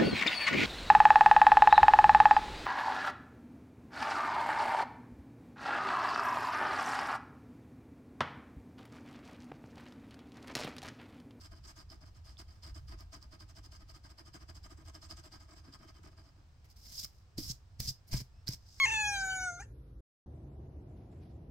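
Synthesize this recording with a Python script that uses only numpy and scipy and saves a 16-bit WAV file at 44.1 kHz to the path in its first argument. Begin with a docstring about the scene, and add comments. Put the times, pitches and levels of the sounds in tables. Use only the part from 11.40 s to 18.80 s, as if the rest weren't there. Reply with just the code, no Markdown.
"""Quick rasping strokes: a coin edge scratches the coating off a paper card on a table.
Then the card slides round with dense hiss, and a hand slaps down and wipes the crumbs off four times.
Rasp, hiss and drag are shaped random grit through card, table and microphone resonances (ringing near 5 kHz).
Ticks and squeaks are sines, thumps ring table modes; a short room tail, rumble and hush lie behind."""
import sys
import numpy as np
from scipy import signal
from scipy.fft import rfft, irfft, next_fast_len
from scipy.io import wavfile
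from scipy.ndimage import uniform_filter1d

SR = 44100
rng = np.random.default_rng(int(sys.argv[2]) if len(sys.argv) > 2 else 0)


def waveform_to_disk(signal):
    """Save audio, clipped to [-1, 1], as 16-bit WAV at the path in sys.argv[1]."""
    frames = np.transpose(np.atleast_2d(signal))
    scaled = np.clip(frames, -1, 1) * 32767
    samples = np.round(scaled).astype(np.int16)
    wavfile.write(sys.argv[1], SR, samples)


N = 326340  # samples


def amp(db):
    """Gain of a level in dB."""
    return 10 ** (np.asarray(db) / 20)


def rms_one(x):
    """Scale to rms 1."""
    return x / np.sqrt(np.mean(x ** 2) + 1e-20)


def at_hz(points, hz):
    """Interpolate a spectrum on a log-frequency axis."""
    point_hz, level = np.transpose(points)
    return np.interp(np.log(hz), np.log(point_hz), level)


def drift(corner_hz):
    """Random drift, rms 1: white noise through two equal one-pole lowpasses."""
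    warmup = 9000
    r = np.exp(-2 * np.pi * corner_hz / SR)
    noise = rng.standard_normal(N + warmup)
    return rms_one(signal.lfilter([1], [1, -2 * r, r * r], noise)[warmup:])


# microphone pair, left-right likeness: (frequency [Hz], likeness [0-1])
LIKENESS = [(60, 0.98), (130, 0.93), (290, 0.72), (640, 0.46), (1410, 0), (3100, 0.18), (6820, 0.23),
            (15000, 0.0)]
# microphone pair, left minus right: (frequency [Hz], level [dB])
BALANCE = [(60, 0), (110, -2.5), (200, 2), (380, 0), (700, 3.5), (1290, -1.5), (2380, 1.5), (4400, -4.5),
           (8120, 6), (15000, -5)]


def grit(per_s, spread_db, spectrum):
    """Random stereo impulses of uneven size: tiny catches, partly alike left and right, coloured, rms 1."""
    size_db = spread_db * np.minimum(rng.exponential(1, (2, N)), 5)
    sizes = amp(size_db) * rng.standard_normal((2, N))
    catches = sizes * (rng.random(N) < per_s / SR)
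    fft_size = next_fast_len(N)
    mid, side = rfft(catches, fft_size)
    hz = np.maximum(np.arange(len(mid)) * SR / fft_size, 1)
    alike = np.clip(at_hz(LIKENESS, hz), 0, 1)
    left_right = np.array([[1], [-1]])
    pair = np.sqrt(1 + alike) * mid + np.sqrt(1 - alike) * side * left_right
    balance = amp(at_hz(BALANCE, hz) / 2 * left_right)
    return rms_one(irfft(pair * balance * amp(at_hz(spectrum, hz)), fft_size)[:, :N])


def resonate(x, modes, direct_db, wander_db=0, centre_hz=None):
    """Parallel bandpass modes plus direct sound, rms 1; levels wander singly, modes near centre_hz favoured."""
    out = amp(direct_db) * x
    for k, (hz, width_hz, db) in enumerate(modes):
        r = np.exp(-np.pi * width_hz / SR)
        if wander_db:
            db = db + wander_db * drift(25.6)
        if centre_hz is not None:
            db = db - 40 * np.log2(hz / centre_hz) ** 2
        zeros = [(1 - r * r) / 2, 0, (r * r - 1) / 2]
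        poles = [1, -2 * r * np.cos(2 * np.pi * hz / SR), r * r]
        out = out + (-1) ** k * amp(db) * signal.lfilter(zeros, poles, x)  # alternate polarity
    return rms_one(out)


# coin strokes: (full pressure [s], held [s], 13.5 dB fall time [s], rasp level [dB],
#                weight on the card over rasp [dB])
STROKES = [(0.018, 0.003, 0.0089, -56, -11.5), (0.045, 0.011, 0.019, -55, -10),
           (0.122, 0.004, 0.024, -65.5, 1.5), (0.162, 0.023, 0.011, -67.5, -4),
           (0.249, 0.0048, 0.012, -57.5, -6.0), (0.283, 0.022, 0.019, -56, -8),
           (0.372, 0.025, 0.03, -57, -5), (0.509, 0.0018, 0.051, -60, -3),
           (0.622, 0.0018, 0.018, -64.5, 4.5), (0.662, 0.023, 0.016, -66.5, -5.5),
           (0.758, 0.0055, 0.039, -66.5, -4.5), (0.86, 0.012, 0.068, -60.5, -8.5),
           (0.995, 0.017, 0.012, -53.5, -8.0), (1.09, 0.024, 0.083, -68.5, -4),
           (1.237, 0.051, 0.027, -59, -6.0), (1.36, 0.0067, 0.027, -55, -6.0),
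           (1.491, 0.0034, 0.0055, -57, -6), (1.513, 0.019, 0.022, -60, 1),
           (1.595, 0.0086, 0.038, -60.5, -3.5), (1.736, 0.0044, 0.033, -53.5, -3.5),
           (1.824, 0.002, 0.036, -64.5, -1), (1.926, 0.013, 0.027, -60.5, -2.0),
           (2.009, 0.0057, 0.025, -58, -4.5), (2.097, 0.0097, 0.014, -60.5, -7.5),
           (2.168, 0.015, 0.017, -57, -5.5), (2.246, 0.017, 0.0094, -59, -9),
           (2.327, 0.029, 0.018, -58.5, -8), (2.406, 0.009, 0.02, -67, 1),
           (2.494, 0.02, 0.0088, -59.5, -8.5), (2.553, 0.0018, 0.026, -58.5, -7.0),
           (2.648, 0.0022, 0.03, -60.5, -1), (2.706, 0.008, 0.011, -60, -6.5),
           (2.79, 0.015, 0.016, -57.5, -4), (2.866, 0.0062, 0.027, -60.5, -3.5),
           (2.948, 0.0058, 0.022, -55.5, -2.0), (3.012, 0.016, 0.014, -62.5, -1.5),
           (3.097, 0.0017, 0.015, -55.5, -2.5), (3.161, 0.002, 0.025, -57.5, -7.5),
           (3.246, 0.014, 0.013, -58.5, -4), (3.31, 0.002, 0.031, -58.5, -3.5),
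           (3.383, 0.033, 0.014, -67.5, 2), (3.464, 0.035, 0.008, -59.5, -6),
           (3.55, 0.002, 0.032, -58.5, -2), (3.627, 0.015, 0.035, -57.5, -7),
           (3.708, 0.0019, 0.028, -51, -6.5), (3.777, 0.014, 0.021, -57, -6.5),
           (3.847, 0.027, 0.01, -58.5, -5), (3.927, 0.021, 0.033, -58.5, -3.5),
           (4.011, 0.003, 0.044, -63.5, -3), (4.095, 0.032, 0.024, -66, 1.5),
           (4.169, 0.002, 0.042, -61.5, -5), (4.251, 0.031, 0.039, -68.5, 3),
           (4.341, 0.0018, 0.021, -56, -4), (4.403, 0.039, 0.022, -69, 4.5),
           (4.485, 0.01, 0.017, -61.5, 1.0), (4.553, 0.028, 0.02, -67.5, 0.5),
           (4.638, 0.041, 0.013, -65, 0.5), (4.724, 0.003, 0.014, -71, -1.5),
           (4.779, 0.018, 0.028, -67.5, 0.5), (4.85, 0.028, 0.038, -73.5, -1),
           (4.963, 0.03, 0.041, -82.5, 6.5)]
# grip on the coin: (time [s], favoured rasp pitch [Hz])
GRIP = [(0, 5430), (.8, 4800), (1.6, 4860), (2.5, 4900), (3.2, 5570), (4.0, 5500), (5.0, 5000)]
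# rasp spectrum: (frequency [Hz], level per Hz [dB])
RASP = [(1500, -27), (3000, -1), (5000, -8), (8500, -4.5), (10000, -14.5), (13000, -12), (16000, -17)]
# microphone resonances: (frequency [Hz], width [Hz], level [dB])
MIC_MODES = [(4210, 107, -11.5), (4940, 178, 5.5), (5303, 250, 0.5), (5277, 117, 4), (6326, 900, -7.5),
             (6485, 1560, -12), (7640, 230, -4), (8050, 67, -33)]
# card resonances: (frequency [Hz], width [Hz], level [dB])
CARD_MODES = [(649, 43, 0.5), (794, 176, -6.5), (1016, 182, -4), (1249, 63, 3), (1610, 91, -1.5),
              (1830, 73, -3), (2127, 280, -6.5), (2620, 93, -8), (3066, 70, -2.5), (3440, 250, -26)]
STROKE_RISE_S, GRIP_WANDER_OCTAVES = 0.016, 0.095
BODY_LAG_S = 0.0049  # card behind rasp, and table behind card
CARD_SHAKE_DB, CARD_DB_PER_WEIGHT_DB = 0.5, 0.71
TABLE_SHAKE_DB, TABLE_DB_PER_WEIGHT_DB = 1.5, 1.38


def coin():
    """Each stroke leans in, presses and eases off; the grit rasps and shakes card and table, which lag."""
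    t = np.arange(N) / SR
    press = np.zeros((3, N))  # rasp, card, table
    for start, held, fall, rasp_db, weight_db in STROKES:
        near = slice(max(0, int((start - .15) * SR)), int((start + held + .2) * SR))
        before = (start - t[near]) / STROKE_RISE_S
        after = (t[near] - start - held) / fall
        off = np.maximum(np.maximum(before, after), 0)
        card_db = CARD_SHAKE_DB + CARD_DB_PER_WEIGHT_DB * weight_db
        table_db = TABLE_SHAKE_DB + TABLE_DB_PER_WEIGHT_DB * weight_db
        press[:, near] += amp(rasp_db - 13.5 * off ** 1.98 + np.array([[0], [card_db], [table_db]]))
    press *= amp(1.7 * drift(120))  # the edge catches and slips

    grip_hz = np.interp(t, *np.transpose(GRIP)) * 2 ** (GRIP_WANDER_OCTAVES * drift(7.2))
    rasp = resonate(grit(9000, 0.35, RASP), MIC_MODES, -18.5, 1.92, grip_hz)
    card_grit = grit(6000, 2.0, [(300, -42), (600, -0.5), (1500, -2.5), (4000, -11.0), (9000, -47)])
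    card = resonate(card_grit, CARD_MODES, -23.0, 0.81)
    table_grit = grit(3000, 3.4, [(90, -21.5), (300, -2.5), (900, -37.0)])
    table_modes = [(330.4, 65, -3.5), (218, 260, -9), (146.5, 27.7, 0.0)]
    table = resonate(table_grit, table_modes, -23, 1.3)
    late = [np.interp(t - k * BODY_LAG_S, t, gain) for k, gain in enumerate(press)]
    return late[0] * rasp + late[1] * card + late[2] * table


# thin squeaks: (start [s], length [s], from [Hz], to [Hz], level [dB], second harmonic over first [dB])
SQUEAKS = [(1.065, .045, 3170, 3080, -77, -20), (4.33, .025, 3220, 3240, -72, -20),
           (4.405, .06, 3250, 3070, -76, -20), (4.46, .045, 3070, 3280, -74, -20),
           (4.525, .065, 3350, 2970, -76, -20), (6.935, .1, 2520, 2760, -82, 5)]


def squeaks():
    """Faint stick-slip whistles, two harmonics each, that swell, glide and flutter."""
    out = np.zeros(N)
    flutter = amp(2.5 * drift(60))
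    waver = 1 + .003 * drift(200)
    for start, length, from_hz, to_hz, db, second_db in SQUEAKS:
        near = slice(int(start * SR), int((start + length) * SR))
        part = np.linspace(0, 1, near.stop - near.start)
        hz = (from_hz + (to_hz - from_hz) * part) * waver[near]
        phase = 2 * np.pi * np.cumsum(hz) / SR
        swell = np.sqrt(np.abs(np.sin(np.pi * part)))
        out[near] += amp(db) * swell * (np.sin(phase) + amp(second_db) * np.sin(2 * phase))
    return out * flutter


# card nudged and slid round, later drawn away; per slide, rows of
# (time [s], hiss level [dB], weight level [dB])
CARD_SLIDES = [
    [(5.235, -95, -90), (5.252, -67, -67.5), (5.28, -86, -90), (5.304, -66.5, -75), (5.33, -72, -87)],
    [(5.36, -71, -94), (5.372, -63.5, -77), (5.41, -66, -85), (5.474, -57.5, -71.5), (5.54, -52, -70.5),
     (5.58, -47.5, -70), (5.594, -41.5, -66), (5.606, -45, -73), (5.628, -49, -67), (5.64, -40.5, -67),
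     (5.652, -45.5, -57), (5.662, -76, -75), (5.7, -75, -96), (5.81, -77.5, -106), (5.85, -94, -99)],
    [(6.67, -77, -88), (6.684, -63, -83), (6.7, -72, -73), (6.716, -78, -76)],
    [(7.2, -79, -92), (7.272, -68, -89), (7.32, -64, -90), (7.4, -59, -69)],
]
# one entry per slide: (treble over hiss [dB])
SLIDE_TREBLE = [-5.5, -7, 1, -12.5]
SLIDE_DRAG_DB = 10  # table drag over weight


def card_slides():
    """Gains of hiss, treble, weight, drag and pitch climb as the card slides; no climb here."""
    t = np.arange(N) / SR
    speed, treble, weight = np.zeros((3, N))
    for rows, treble_db in zip(CARD_SLIDES, SLIDE_TREBLE):
        s, hiss_db, weight_db = np.transpose(rows)
        hiss = amp(np.interp(t, s, hiss_db, -200, -200))
        speed += hiss
        treble += amp(treble_db) * hiss
        weight += amp(np.interp(t, s, weight_db, -200, -200))
    return np.array([speed, treble, weight, amp(SLIDE_DRAG_DB) * weight, np.zeros(N)])


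# hand wipes: (lands [s], full weight after [s], down for [s], flick before lift [s], rub level [dB],
#              swell over wipe [dB], flick level [dB], weight level [dB], treble over rub [dB],
#              drag over weight [dB])
WIPES = [(5.98, .006, 0.14, 0.013, -49.5, 2.5, -40, -69.5, -6, 20),
         (6.4, .005, 0.11, 0.022, -46, -0.5, -42.5, -67, -8, 17),
         (6.718, 0.02, 0.1, 0.041, -47, -4.0, -47, -59.5, -8, 15),
         (7.073, 0.011, .075, 0.018, -49.5, -1.5, -50.5, -63.5, -9.5, 6.5)]
LAND_S, SETTLE_S, LIFT_S, FLICK_S = 0.0034, 0.0095, 0.0027, 0.012  # time constants
LAND_HISS_DB, LAND_WEIGHT_DB = -1.5, 11.0  # landing over steady rub
FLICK_TREBLE_DB, FLICK_WEIGHT_DB = -9, -33  # over flick hiss
WIPE_RISE_OCTAVES = 0.094


def wipes():
    """Gains as in card_slides: each wipe lands hard, rubs with rising pitch, flicks crumbs away and lifts."""
    t = np.arange(N) / SR
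    gains = np.zeros((5, N))
    speed, treble, weight, drag, climb = gains
    for (lands, delay, length, lead, rub_db, swell_db, flick_db,
         weight_db, treble_db, drag_db) in WIPES:
        lifts = lands + length
        down = np.exp(-np.maximum(np.maximum((lands - t) / LAND_S, (t - lifts) / LIFT_S), 0))
        impact = np.exp(-np.abs(t - lands - delay) / SETTLE_S)
        along = np.clip((t - lands) / length, 0, 1)
        rub = down * amp(rub_db + swell_db * along) * (1 + amp(LAND_HISS_DB) * impact)
        flick = down * amp(flick_db) * np.exp(-((t - lifts + lead) / FLICK_S) ** 2)
        lean = down * amp(weight_db) * (1 + amp(LAND_WEIGHT_DB) * impact)
        lean += amp(FLICK_WEIGHT_DB) * flick
        speed += rub + flick
        treble += amp(treble_db) * rub + amp(FLICK_TREBLE_DB) * flick
        weight += lean
        drag += amp(drag_db) * lean
        climb += WIPE_RISE_OCTAVES * along * down
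    return gains


TREBLE_LOSS_DB_PER_DB = 0.3  # as hiss grows


def rubbing():
    """Skin rubs finer than metal: dense hiss through card and microphone modes, low drag on the table."""
    speed, treble, weight, pull, climb = card_slides() + wipes()
    hiss_db = 20 * np.log10(speed + 1e-9)
    flutter = amp(1.77 * drift(72))
    # louder hiss sounds higher
    centre_hz = 5300 * 2 ** (np.maximum(hiss_db + 31, -6) / 40 + climb)
    hiss_grit = grit(20000, 0.8, [(1500, -29), (3500, -0.5), (5500, 7.5), (8500, -2.0), (11000, -41)])
    hiss = resonate(hiss_grit, MIC_MODES, -7.5, 2.25, centre_hz)
    air = grit(20000, 0.84, [(6000, -39), (9500, -11.5), (10500, -12.5), (12500, -6.5), (16000, -13)])
    card_grit = grit(9000, 0.45, [(300, 6.5), (700, 3.5), (1200, -2.5), (2200, 5.0), (3500, -2), (6000, -21)])
    card = resonate(card_grit, CARD_MODES, -6, 2.9)
    drag = grit(4000, 0.34, [(35, 5), (70, 7), (125, 0.5), (160, -5.5), (250, -10.5), (600, -35)])
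    bright = treble * amp(-TREBLE_LOSS_DB_PER_DB * np.maximum(hiss_db + 46, 0))
    smooth_pull = uniform_filter1d(pull, size=500)
    return flutter * (speed * hiss + bright * air + weight * card + smooth_pull * drag)


# coin, nails and card edge ticking: (time [s], level [dB], ring [Hz], crack over ring [dB])
TICKS = [(.502, -41, 5180, -19), (.9705, -45.5, 3530, -30), (1.003, -58, 5000, -10), (1.607, -43, 5100, -8),
         (1.827, -40.5, 4940, -13), (2.943, -48, 5280, -18), (3.551, -37.5, 5210, -17),
         (3.710, -36.5, 5180, -27), (4.339, -39.5, 4840, -24), (5.245, -62, 4940, 1),
         (5.302, -56, 4570, -2.5), (5.367, -55, 4900, -6), (5.589, -45, 4820, -8), (5.635, -35, 5050, -9),
         (5.646, -27.5, 5220, -9), (5.9808, -29.5, 4730, -2), (5.985, -28, 4770, -19), (6.4, -47, 5000, -7),
         (6.4027, -29, 5020, 4.5), (6.724, -52, 5070, -7), (6.732, -36, 4670, -5), (7.0736, -28, 4280, -26),
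         (7.0803, -21.5, 4920, -18), (7.0881, -24, 5120, -8.5), (7.275, -60, 5000, -12)]


def ticks():
    """A short decaying sine with a broad noise crack on top, both gone in a few milliseconds."""
    t = np.arange(400) / SR
    ring, strike = np.zeros((2, N))
    envelope = np.exp(-t / .0012) * (1 - np.exp(-t / 0.00025))
    for s, db, hz, crack_db in TICKS:
        at = round(s * SR)
        ring[at:at + len(t)] += amp(db) * np.sin(2 * np.pi * hz * t) * envelope
        strike[at] = amp(db + crack_db)
    fade = signal.lfilter([1], [1, -np.exp(-1 / (0.0011 * SR))], strike)
    crack = grit(SR, 0, [(500, 1.5), (2000, -25), (5000, 9), (8500, 6), (10500, -10), (13000, 7), (16000, 5.5)])
    return ring * amp([[-3], [2.5]]) + fade * crack  # ring leans right


# fingers landing on the table: (time [s], level [dB], favoured pitch [Hz])
THUMPS = [(4.284, -46.5, 293), (5.637, -46.5, 112), (5.985, -32, 283), (6.1, -33.5, 117), (6.4, -33, 97),
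          (6.478, -40, 118), (6.507, -40, 118), (6.715, -60, 120), (6.735, -56, 147), (6.743, -23, 118),
          (6.815, -37, 120), (7.09, -28.5, 154), (7.134, -45.5, 121)]
# table modes: (frequency [Hz], level [dB], t60 [s])
TABLE_MODES = [(60, -33, .2), (80, -33, 0.15), (127.4, 1, 0.096), (164, -6, 0.056), (274, -3.5, 0.12),
               (313.5, 1.5, 0.075), (486, -4, 0.13), (620, -15, .04)]


def thumps():
    """A soft blow rings the table modes, most those near its pitch; two 450 Hz lowpasses soften it."""
    s, db, pitch_hz = np.transpose(THUMPS)
    at = np.round(s * SR).astype(int)
    out = np.zeros(N)
    for hz, mode_db, t60_s in TABLE_MODES:
        blows = np.zeros(N)
        blows[at] = amp(db + mode_db - 25 * np.log2(hz / pitch_hz) ** 2)
        r, w = amp(-60 / (t60_s * SR)), 2 * np.pi * hz / SR
        out += signal.lfilter([0, np.sin(w)], [1, -2 * r * np.cos(w), r * r], blows + 1e-18)
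    soft = np.exp(-2 * np.pi * 450 / SR)
    return signal.lfilter([(1 - soft) ** 2], [1, -2 * soft, soft ** 2], out)


ECHO_DB, ECHO_T60_S = -11.5, 0.17


def echoes(x):
    """Room tail: convolution with dying noise after a 4 ms gap, independent for each side."""
    t = np.arange(int(.4 * SR)) / SR
    tail = rng.standard_normal((2, len(t))) * amp(-60 * t / ECHO_T60_S) * (t > .004)
    tail = tail / np.sqrt(np.sum(tail ** 2, 1, keepdims=True))  # unit energy
    return signal.fftconvolve(x, tail, axes=1)[:, :N]


# rumble swell before drift: (time [s], level [dB])
RUMBLE = [(0.0, -56), (0.74, -54), (1.01, -57.5), (1.44, -50), (1.81, -57), (2.39, -55.5), (2.55, -56.5),
          (2.78, -60), (3.11, -53.5), (3.32, -56.5), (3.75, -53), (4.04, -60.5), (4.47, -59.5), (4.95, -62),
          (5.4, -60), (5.52, -61.5), (6.33, -61.5), (6.53, -63), (6.8, -60), (6.94, -56), (7.13, -58.5),
          (7.4, -64)]
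# room noise spectrum: (frequency [Hz], level per Hz [dB])
ROOM = [(15, -53), (25, -19), (48, -10.5), (97, -5.5), (166, -21.5), (206, -25), (439, -33.5), (641, -33),
        (695, -31), (1400, -36), (1520, -38), (1840, -39), (2000, -49), (5730, -43.5), (16000, -95)]
ROOM_DB, HUSH_DB = -62, -76.5


def background():
    """Shaped noise: faint room noise, a low rumble that swells and dips, a hush in the microphone modes."""
    s, db = np.transpose(RUMBLE)
    swell = amp(np.interp(np.arange(N) / SR, s, db) + 1.3 * drift(3.2))
    rumble = grit(SR, 0, [(15, -8.5), (30, -8.0), (52, 2.5), (82, 2.5), (115, -9.5), (170, -20.0), (300, -58.5)])
    hush_noise = grit(SR, 0, [(2500, -2.5), (5000, -8), (9000, -14.0), (10500, -23), (16000, -16)])
    hush = resonate(hush_noise, MIC_MODES, -6.5)
    return swell * rumble + amp(ROOM_DB) * grit(SR, 0, ROOM) + amp(HUSH_DB) * hush


def scene():
    """Hands with their room tail, over table thumps and background."""
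    hands = coin() + rubbing() + ticks() + squeaks()
    return hands + amp(ECHO_DB) * echoes(hands) + thumps() + background()


def record(dry):
    """Steep lowpass: 60 dB down from 16536 Hz up."""
    return signal.sosfilt(signal.cheby2(14, 60, 16536, fs=SR, output="sos"), dry)


dry = scene()
out = record(dry)
waveform_to_disk(out)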